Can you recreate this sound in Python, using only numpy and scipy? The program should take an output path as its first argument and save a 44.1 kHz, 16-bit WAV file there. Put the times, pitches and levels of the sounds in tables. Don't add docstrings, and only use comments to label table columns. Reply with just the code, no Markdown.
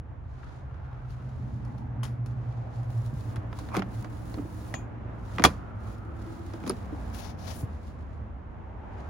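import sys
import numpy as np
from scipy import signal
from scipy.fft import rfft, irfft, next_fast_len
from scipy.io import wavfile

SR = 44100
rng = np.random.default_rng(int(sys.argv[2]) if len(sys.argv) > 2 else 0)


def dump_mix(stems):
    frames = np.atleast_2d(stems).T
    limited = np.clip(frames, -1, 1)
    pcm = np.round(limited * 32767).astype(np.int16)
    wavfile.write(sys.argv[1], SR, pcm)


N = 400869
TIME = np.arange(N) / SR


def from_db(db):
    return 10 ** (np.asarray(db) / 20)


def unit_rms(x):
    return x / np.sqrt(np.mean(x ** 2) + 1e-20)


def at_time(rows, t=TIME):
    times, *columns = np.transpose(rows)
    return [np.interp(t, times, column) for column in columns]


def at_hz(rows, hz):
    freqs, values = np.transpose(rows)
    return np.interp(np.log(hz), np.log(freqs), values)


def pan(left_db):
    return from_db(np.array([[left_db], [-left_db]]) / 2)


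def add(out, start_s, sound):
    start = int(start_s * SR)
    out[:, start:start + sound.shape[-1]] += sound[..., :N - start]


def drift(per_s):
    knots = rng.standard_normal(5000)
    return unit_rms(np.interp(TIME * per_s, np.arange(len(knots)), knots))


def swell(peak_s, sigma_s):
    return np.exp(-.5 * ((TIME - peak_s) / sigma_s) ** 2)


def stroke(start_s, hold_s, rise_db_per_s=123, fall_db_per_s=139):
    before_db = np.maximum(start_s - TIME, 0) * rise_db_per_s
    after_db = np.maximum(TIME - start_s - hold_s, 0) * fall_db_per_s
    return from_db(-np.minimum(before_db + after_db, 200))


# f/Hz, left-right correlation
AIR_CORRELATION = [(40, 1), (120, 0.68), (300, 0.52), (700, 0.071), (2000, 0.17), (6000, 0.11)]


def widen(pair, hz, correlation=AIR_CORRELATION):
    alike = at_hz(correlation, hz)
    mid = np.sqrt((1 + alike) / 2) * pair[0]
    side = np.sqrt((1 - alike) / 2) * pair[1]
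    return mid + side * [[1], [-1]]


def noise(spectrum):
    size = next_fast_len(N)
    hz = np.maximum(np.arange(size // 2 + 1) * SR / size, 1)
    skirts = np.minimum(hz / spectrum[0][0], 1) ** 2 * np.minimum(spectrum[-1][0] / hz, 1) ** 2
    white = widen(rfft(rng.standard_normal((2, size))), hz)
    return unit_rms(irfft(white * from_db(at_hz(spectrum, hz)) * skirts, size)[:, :N])


def narrowband(hz, wander_per_s):
    phase = 2 * np.pi * np.cumsum(hz) / SR
    pair = [drift(wander_per_s) * np.sin(phase) + drift(wander_per_s) * np.cos(phase) for _ in range(2)]
    return widen(pair, np.mean(hz))


# f/Hz, relative density/dB
RUMBLE_SPECTRUM = [(22, -47), (38, -10.5), (52, 0), (72, 1), (98, -2.5), (135, -10), (165, -17), (220, -29)]
TYRE_SPECTRUM = [(180, -6), (300, -8.5), (450, -11), (750, -10.5), (1000, -13.5), (1600, -20),
                 (2800, -33.5), (4700, -49.5), (8000, -53.5), (14000, -74)]
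# t/s, level/dB
TYRE_LEVEL = [(0.0, -54), (0.68, -51.5), (2.8, -49), (4.03, -46), (6.61, -46.5), (7.21, -45), (8.36, -50.5),
              (9.09, -46)]
# peak t/s, sigma/s, centre f/Hz, level/dB
WASH_SWELLS = [(0.936, 0.11, 795, -55.5), (1.8, 0.16, 852, -55), (2.693, 0.24, 713, -51.5),
               (5.853, 0.47, 1311, -55), (7.394, 0.1, 725, -54), (8.906, 0.32, 858, -53.5)]
# peak t/s, sigma/s, level/dB
WHINE_SWELLS = [(3.95, 0.6, -49.5), (6.303, .28, -47.5)]


def traffic(rumble_db=-40.5, whine_hz=262.5, climb_hz_per_s=11):
    tyre_db, = at_time(TYRE_LEVEL)
    rumble = from_db(rumble_db + drift(19)) * noise(RUMBLE_SPECTRUM)
    tyres = from_db(tyre_db + drift(9)) * noise(TYRE_SPECTRUM)
    colour = sum(from_db(db) * swell(peak_s, sigma_s) * narrowband(np.full(N, hz), wander_per_s=320)
                 for peak_s, sigma_s, hz, db in WASH_SWELLS)
    whine_gain = sum(from_db(db) * swell(peak_s, sigma_s) for peak_s, sigma_s, db in WHINE_SWELLS)
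    whine = whine_gain * narrowband(whine_hz + climb_hz_per_s * TIME, wander_per_s=35)
    return rumble * pan(-1.1) + (tyres + colour + whine) * pan(-0.69)


# t/s, firing f/Hz, drone level/dB, exhaust level/dB
ENGINE_RUN = [(0, 137, -53.5, -59.5), (1.0, 130, -42.5, -61.5), (1.5, 126, -37, -43.5),
              (3.0, 119.5, -32, -53.5), (3.7, 118, -40.5, -46.5), (6.3, 111, -44, -48.5),
              (7.0, 100, -49, -45), (7.8, 76, -40, -50), (9.09, 69, -48, -56)]
# f/Hz, relative density/dB
EXHAUST_SPECTRUM = [(90, -16), (160, -4), (225, -0.5), (290, -7), (400, -24), (800, -34)]


def engine(waver=0.01195, lower_ratio=.92, lower_db=-2.0, octave_db=-26.0):
    hz, drone_db, exhaust_db = at_time(ENGINE_RUN)
    phase = 2 * np.pi * np.cumsum(hz * (1 + waver * drift(16))) / SR
    lower_phase = 2 * np.pi * np.cumsum(hz * lower_ratio * (1 + waver * drift(21))) / SR
    tones = np.sin(phase) + from_db(octave_db) * np.sin(2 * phase)
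    tones += from_db(lower_db) * np.sin(lower_phase)
    drone = from_db(drone_db + 2.0 * drift(16)) * unit_rms(tones)
    exhaust = from_db(exhaust_db) * noise(EXHAUST_SPECTRUM)
    return (drone + exhaust) * pan(-1.2)


# t/s, hold/s, level/dB
SCUFFS = [(0.35, .17, -61), (0.76, 0.45, -59)]
# f/Hz, relative density/dB
GRIT_SPECTRUM = [(1400, 6), (1900, -7)]


def scuffs():
    grit_db = 1.2 * drift(14) + 2.5 * drift(200)
    slide = sum(from_db(db) * stroke(start_s, hold_s) for start_s, hold_s, db in SCUFFS)
    return slide * from_db(grit_db) * noise(GRIT_SPECTRUM)


def snags(per_s=14, spread_db=5.5, decay_s=0.0024):
    onsets = rng.random(N) < per_s / SR
    ticks = onsets * from_db(spread_db * np.minimum(rng.exponential(1, N), 2))
    return signal.lfilter([1], [1, -np.exp(-1 / (decay_s * SR))], ticks + 1e-18)


# t/s, hold/s, level/dB, treble shelf/dB
ARM_MOVES = [(0.37, 0.22, -68.5, -13), (1.1, 0.7, -70.5, -6), (2.3, 0.48, -72, -11.5),
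             (2.92, 0.39, -64.5, 2.5), (3.58, 0.1, -61, 0), (3.94, 0.07, -59, 3), (4.13, .02, -66.5, 3),
             (4.28, 0.44, -63, 6), (5.35, 0.12, -56.5, -1), (5.88, 0.05, -62, 1), (6.2, 0.98, -64.5, -0.5),
             (7.62, 0.27, -67, -3.5), (8.002, 0.15, -75, -8), (8.99, .1, -68.5, -11)]
# f/Hz, relative density/dB
CLOTH_SPECTRUM = [(900, -12.5), (2000, -0.5), (4000, 3), (6000, -1), (8000, 0.5), (11000, -8),
                  (15500, -8.5)]


def rustle(shelf_hz=8000, pressure_db=1.8, snag_db=-3):
    cloth = noise(CLOTH_SPECTRUM) * pan(0.28)
    dull = signal.sosfiltfilt(signal.butter(2, shelf_hz, fs=SR, output="sos"), cloth)
    rubs = sum(from_db(db) * stroke(start_s, hold_s) * (dull + from_db(treble_db) * (cloth - dull))
               for start_s, hold_s, db, treble_db in ARM_MOVES)
    pressure = from_db(pressure_db * drift(16))
    return rubs * (pressure + from_db(snag_db) * snags())


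RING_TIME = np.arange(SR // 2) / SR


def ring(modes, scatter_db, spread_rad, t=RING_TIME, rise_s=0.00019):
    out = 0
    for hz, db, t60_s in modes:
        phase = spread_rad * np.sqrt(hz / 1000) * rng.standard_normal((2, 1))
        strength = rng.choice([-1, 1]) * from_db(db + scatter_db * rng.standard_normal())
        out = out + strength * from_db(-60 * t / t60_s) * np.sin(2 * np.pi * hz * t + phase)
    return out * (1 - np.exp(-t / rise_s))


# f/Hz, level/dB, t60/s
LID_MODES = [(194, -22, .17), (277, -18, .14), (327, -22, .1), (386, -21, .09), (514, -23, .14),
             (654, -26, .13), (735, -24, .1), (835, -24, .11), (1020, -14.5, .085), (1156, -16.5, .09),
             (1273, -19, .085), (1546, -20, .07), (1827, -22, .07), (2422, -22, .08), (3280, -25, .06),
             (3347, -18.5, .07), (3404, -25, .06), (4739, -28, .07)]
# f/Hz, half-octave level/dB, t60/s
PLASTIC_RING = [(135, 8.5, 0.22), (325, 10.5, 0.11), (540, 9, 0.097), (1202, 14, 0.027), (1700, 8.5, 0.061),
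                (2700, 4.5, 0.099), (5500, 9, 0.066), (8300, 5, 0.064), (10740, 4.5, 0.068),
                (15000, -4.5, .025)]
# f/Hz, left-right correlation
LID_CORRELATION = [(150, .9), (1000, 0.37), (6000, 0.32)]
BAND_EDGES_HZ = 22.5 * 2 ** (np.arange(5, 20) / 2)


def blow(db, bass_db, treble_db, part_hz, ring_scale, cab_db,
         crack_db=-3.0, crack_s=0.00085, part_db=5, full_blow_db=-10.0, cab_t60_s=0.305):
    t = np.arange(int(.3 * SR)) / SR
    hardness = [(330, bass_db), (800, 0), (2400, 0), (8000, treble_db)]
    lid_db = 1.5 + 0.6 * min(db - full_blow_db, 0)
    part_t60_s = ring_scale * 0.017 * np.sqrt(1000 / part_hz)
    modes = [(hz, mode_db + lid_db, t60_s) for hz, mode_db, t60_s in LID_MODES]
    modes.append((part_hz, part_db, part_t60_s))
    modes = [(hz, mode_db + at_hz(hardness, hz), t60_s) for hz, mode_db, t60_s in modes]
    out = ring(modes, scatter_db=2.0, spread_rad=0.4, t=t)
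    crack = from_db(crack_db) * np.exp(-t / crack_s)
    plastic = np.array(PLASTIC_RING)
    for low_hz, high_hz in zip(BAND_EDGES_HZ, BAND_EDGES_HZ[1:]):
        hz = np.sqrt(low_hz * high_hz)
        band_db, t60_s = at_hz(plastic[:, [0, 1]], hz), at_hz(plastic[:, [0, 2]], hz)
        panel = from_db(-60 * t / (t60_s * ring_scale))
        tail = from_db(cab_db - 60 * t / cab_t60_s * (1 + (hz / 26870) ** 2))
        band = signal.butter(2, (low_hz, high_hz), "band", fs=SR, output="sos")
        pair = signal.sosfilt(band, rng.standard_normal((2, len(t))) * (crack + panel + tail))
        pair /= np.linalg.norm(pair, axis=1, keepdims=True)
        out += from_db(band_db + at_hz(hardness, hz)) * widen(pair, hz, LID_CORRELATION)
    return from_db(db) * out


# t/s, level/dB, extra bass/dB, extra treble/dB, struck part f/Hz, ring time factor
CONTACTS = [ (0.432, -44, -4, -28, 1600, .5), (1.106, -54, -8, -0.5, 4530, .6),
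            (1.651, -51, -8, -4, 5600, .7), (1.781, -52, -10, -3, 4200, .7),
            (2.031, -37, -28, -1, 1070, 2.2), (2.033, -33.5, -14, 2, 3070, 1.4),
            (2.041, -36.5, -25, -5.5, 6500, 1.2), (2.052, -39.5, -24, -4, 3260, 1),
            (2.2605, -43, 12, -1, 620, .4), (3.3595, -40, -4, 0, 3350, .35),
            (3.365, -37, -5, -13, 1720, .6), (3.5287, -35, -6, -17, 1230, .3),
            (3.588, -37, -13, 2, 1060, 1.2), (3.688, -40.5, 0, -15, 3900, .5),
            (3.7508, -27, -5, -18, 1100, .4), (3.759, -29, 2, -11, 1300, .5),
            (3.767, -23.5, 11.5, -4, 2080, .5), (3.775, -31, 0, -14, 1600, .5),
            (3.787, -32, 2, -17, 1090, .7), (3.793, -29, 12, -11, 4280, .6),
            (3.8211, -25.5, -8, -23, 1900, .45), (4.045, -35, -3, -12, 1350, .6),
            (4.342, -38.5, 9, -7, 4260, .7), (4.384, -40, 18.5, -35, 1240, 1.2),
            (4.7403, -26.5, 0, -7, 1920, .85), (4.746, -39.5, 4, -12, 640, .9),
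            (5.384, -21, -2.5, -21, 1920, .4), (5.396, -23, 10.5, -19, 1110, .6),
            (5.422, -28, 4.5, -12, 2000, .5), (5.4391, -6.5, -6.5, 0.5, 5870, .45),
            (5.4407, -13, -1, -6.5, 2250, 1), (5.449, -5.5, -2, -4.5, 1100, .8),
            (5.4526, -12.5, -4.5, 1.5, 3440, .8), (6.536, -38.5, 15, -9.5, 5200, .7),
            (6.638, -40.5, 14, -12, 2270, .6), (6.6645, -35, 16, -9, 3720, .6),
            (6.6768, -36.5, 13.5, 3, 5200, .4), (6.6962, -33.5, 14, 5, 5070, .5),
            (6.700, -30, 8, -21, 1260, 1.1), (6.709, -35.5, 15, -6, 4470, .9)]
# t/s, left minus right/dB, extra cab tail/dB
HAND_POSITION = [(2.0, 4, 19), (3.4, -1, -3), (4.4, -6, -1), (4.8, -2, 0), (5.399, -1.5, -3),
                 (6.6, -0.5, -3)]


def contacts(cab_db=-27.0):
    out = np.zeros((2, N))
    for start_s, db, bass_db, treble_db, part_hz, ring_scale in CONTACTS:
        left_db, far_db = at_time(HAND_POSITION, start_s)
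        hit = blow(db, bass_db, treble_db, part_hz, ring_scale, cab_db + far_db)
        add(out, start_s, hit * pan(left_db))
    return out


# t/s, level/dB, f/Hz, t60/s
THUMPS = [(3.13, -24, 142, 0.17), (3.379, -20.5, 98, 0.082), (3.777, -26, 191, 0.4),
          (4.376, -20, 300, 0.037), (4.394, -23.5, 282, 0.085), (4.45, -29, 325, 0.051),
          (5.441, -14, 383, 0.07), (5.445, -20, 75.6, 0.27), (5.45, -13.5, 272, 0.1),
          (6.697, -15, 369, 0.045), (6.925, -23, 297, 0.079), (7.628, -27, 285, 0.046),
          (7.632, -16, 104, 0.078)]


def thumps(push_s=0.0023, overtone_ratio=1.48, overtone_db=-7.0):
    out = np.zeros((2, N))
    push = 1 - np.exp(-RING_TIME / push_s)
    for start_s, db, hz, t60_s in THUMPS:
        modes = [(hz, db, t60_s), (hz * overtone_ratio, db + overtone_db, t60_s / 2)]
        add(out, start_s, push * ring(modes, scatter_db=1.0, spread_rad=0.45))
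    return out


# t/s, hold/s, scrape level/dB, rasp level/dB
LATCH_DRAGS = [(3.718, 0.02, -46.5, -71), (3.746, 0.048, -36.5, -54), (6.671, 0.039, -46.5, -53)]
# f/Hz, relative density/dB
SCRAPE_SPECTRUM = [(550, -3), (1100, 6.5), (1800, -14), (2400, -4.5), (3100, -29)]
RASP_SPECTRUM = [(2000, -6), (4800, 4), (11000, -5), (15000, -8)]


def latch_drag(slip_db=4.5, slips_per_s=600):
    scrape = noise(SCRAPE_SPECTRUM) * pan(-2.0)
    rasp = noise(RASP_SPECTRUM)
    out = np.zeros((2, N))
    for start_s, hold_s, scrape_db, rasp_db in LATCH_DRAGS:
        pull = stroke(start_s, hold_s, rise_db_per_s=904, fall_db_per_s=848)
        out += pull * (from_db(scrape_db) * scrape + from_db(rasp_db) * rasp)
    return out * from_db(slip_db * drift(slips_per_s))


# centre f/Hz, level/dB, t60/s
HINGE_MODES = [(2400, -59, 0.22), (2780, -57, 0.09), (3300, -65, 0.14), (6650, -62, 0.17),
               (6950, -58, 0.06)]
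HINGE_OFFSETS = (-.028, -.009, .006, .024)
# t/s, level/dB
HINGE_HITS = [(4.741, 2), (4.754, -3)]


def hinge_stop():
    out = np.zeros((2, N))
    modes = [(hz * (1 + offset), db, t60_s) for hz, db, t60_s in HINGE_MODES for offset in HINGE_OFFSETS]
    for start_s, db in HINGE_HITS:
        add(out, start_s, from_db(db) * ring(modes, scatter_db=9.0, spread_rad=0.35))
    return out


# f/Hz, level/dB, t60/s
CATCH_MODES = [(4500, -35, 0.012), (5030, -22, 0.01), (9500, -17.5, 0.0077)]


def catch_snap(start_s=6.6955):
    out = np.zeros((2, N))
    add(out, start_s, ring(CATCH_MODES, scatter_db=0.5, spread_rad=0.33))
    return out


# t/s, hold/s, swish level/dB, hiss level/dB
SLEEVE_BRUSHES = [(7.149, 0.05, -51.5, -53.5), (7.224, 0.076, -53.5, -62), (7.399, 0.048, -57, -64),
                  (7.477, 0.044, -47, -53.5), (7.553, 0.06, -60.5, -52.5)]
# f/Hz, relative density/dB
SWISH_SPECTRUM = [(700, 11), (1500, -0.5), (3000, -2.5), (5800, -0.5), (7500, -11.5), (12000, -32)]
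HISS_SPECTRUM = [(4000, -54), (7000, -7), (10500, -8), (15500, -11.5)]


def sleeve():
    swish = noise(SWISH_SPECTRUM) * pan(14.5)
    hiss = noise(HISS_SPECTRUM)
    out = np.zeros((2, N))
    for start_s, hold_s, swish_db, hiss_db in SLEEVE_BRUSHES:
        slide = stroke(start_s, hold_s, rise_db_per_s=600, fall_db_per_s=398)
        out += slide * (from_db(swish_db) * swish + from_db(hiss_db) * hiss)
    return out


def radiate(knocks, split_hz=1800):
    lows = signal.sosfilt(signal.butter(1, split_hz, fs=SR, output="sos"), knocks)
    return lows * pan(-0.71) + (knocks - lows) * pan(3.0)


def scene(weave_db=1.2, grains_per_s=150):
    lids = radiate(contacts() + thumps() + hinge_stop() + catch_snap()) + latch_drag()
    clothing = (rustle() + sleeve()) * from_db(weave_db * drift(grains_per_s))
    return lids + clothing + scuffs() + traffic() + engine()


def record(dry, shared_above_hz=7400, lag_s=.000185, ceiling=.9, cutoff_hz=16000):
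    size = next_fast_len(N + SR // 10)
    hz = np.arange(size // 2 + 1) * SR / size
    left, right = rfft(dry, size)
    shared = 1 / (1 + (shared_above_hz / (hz + 1)) ** 20)
    late_left = left * np.exp(-2j * np.pi * hz * lag_s)
    right = np.sqrt(1 - shared) * right + np.sqrt(shared) * late_left
    stereo = irfft(np.array([left, right]), size)[:, :N]
    rounded = ceiling * np.tanh(stereo / ceiling)
    return signal.sosfilt(signal.ellip(10, .2, 80, cutoff_hz, fs=SR, output="sos"), rounded, axis=1)


dry = scene()
out = record(dry)
dump_mix(out)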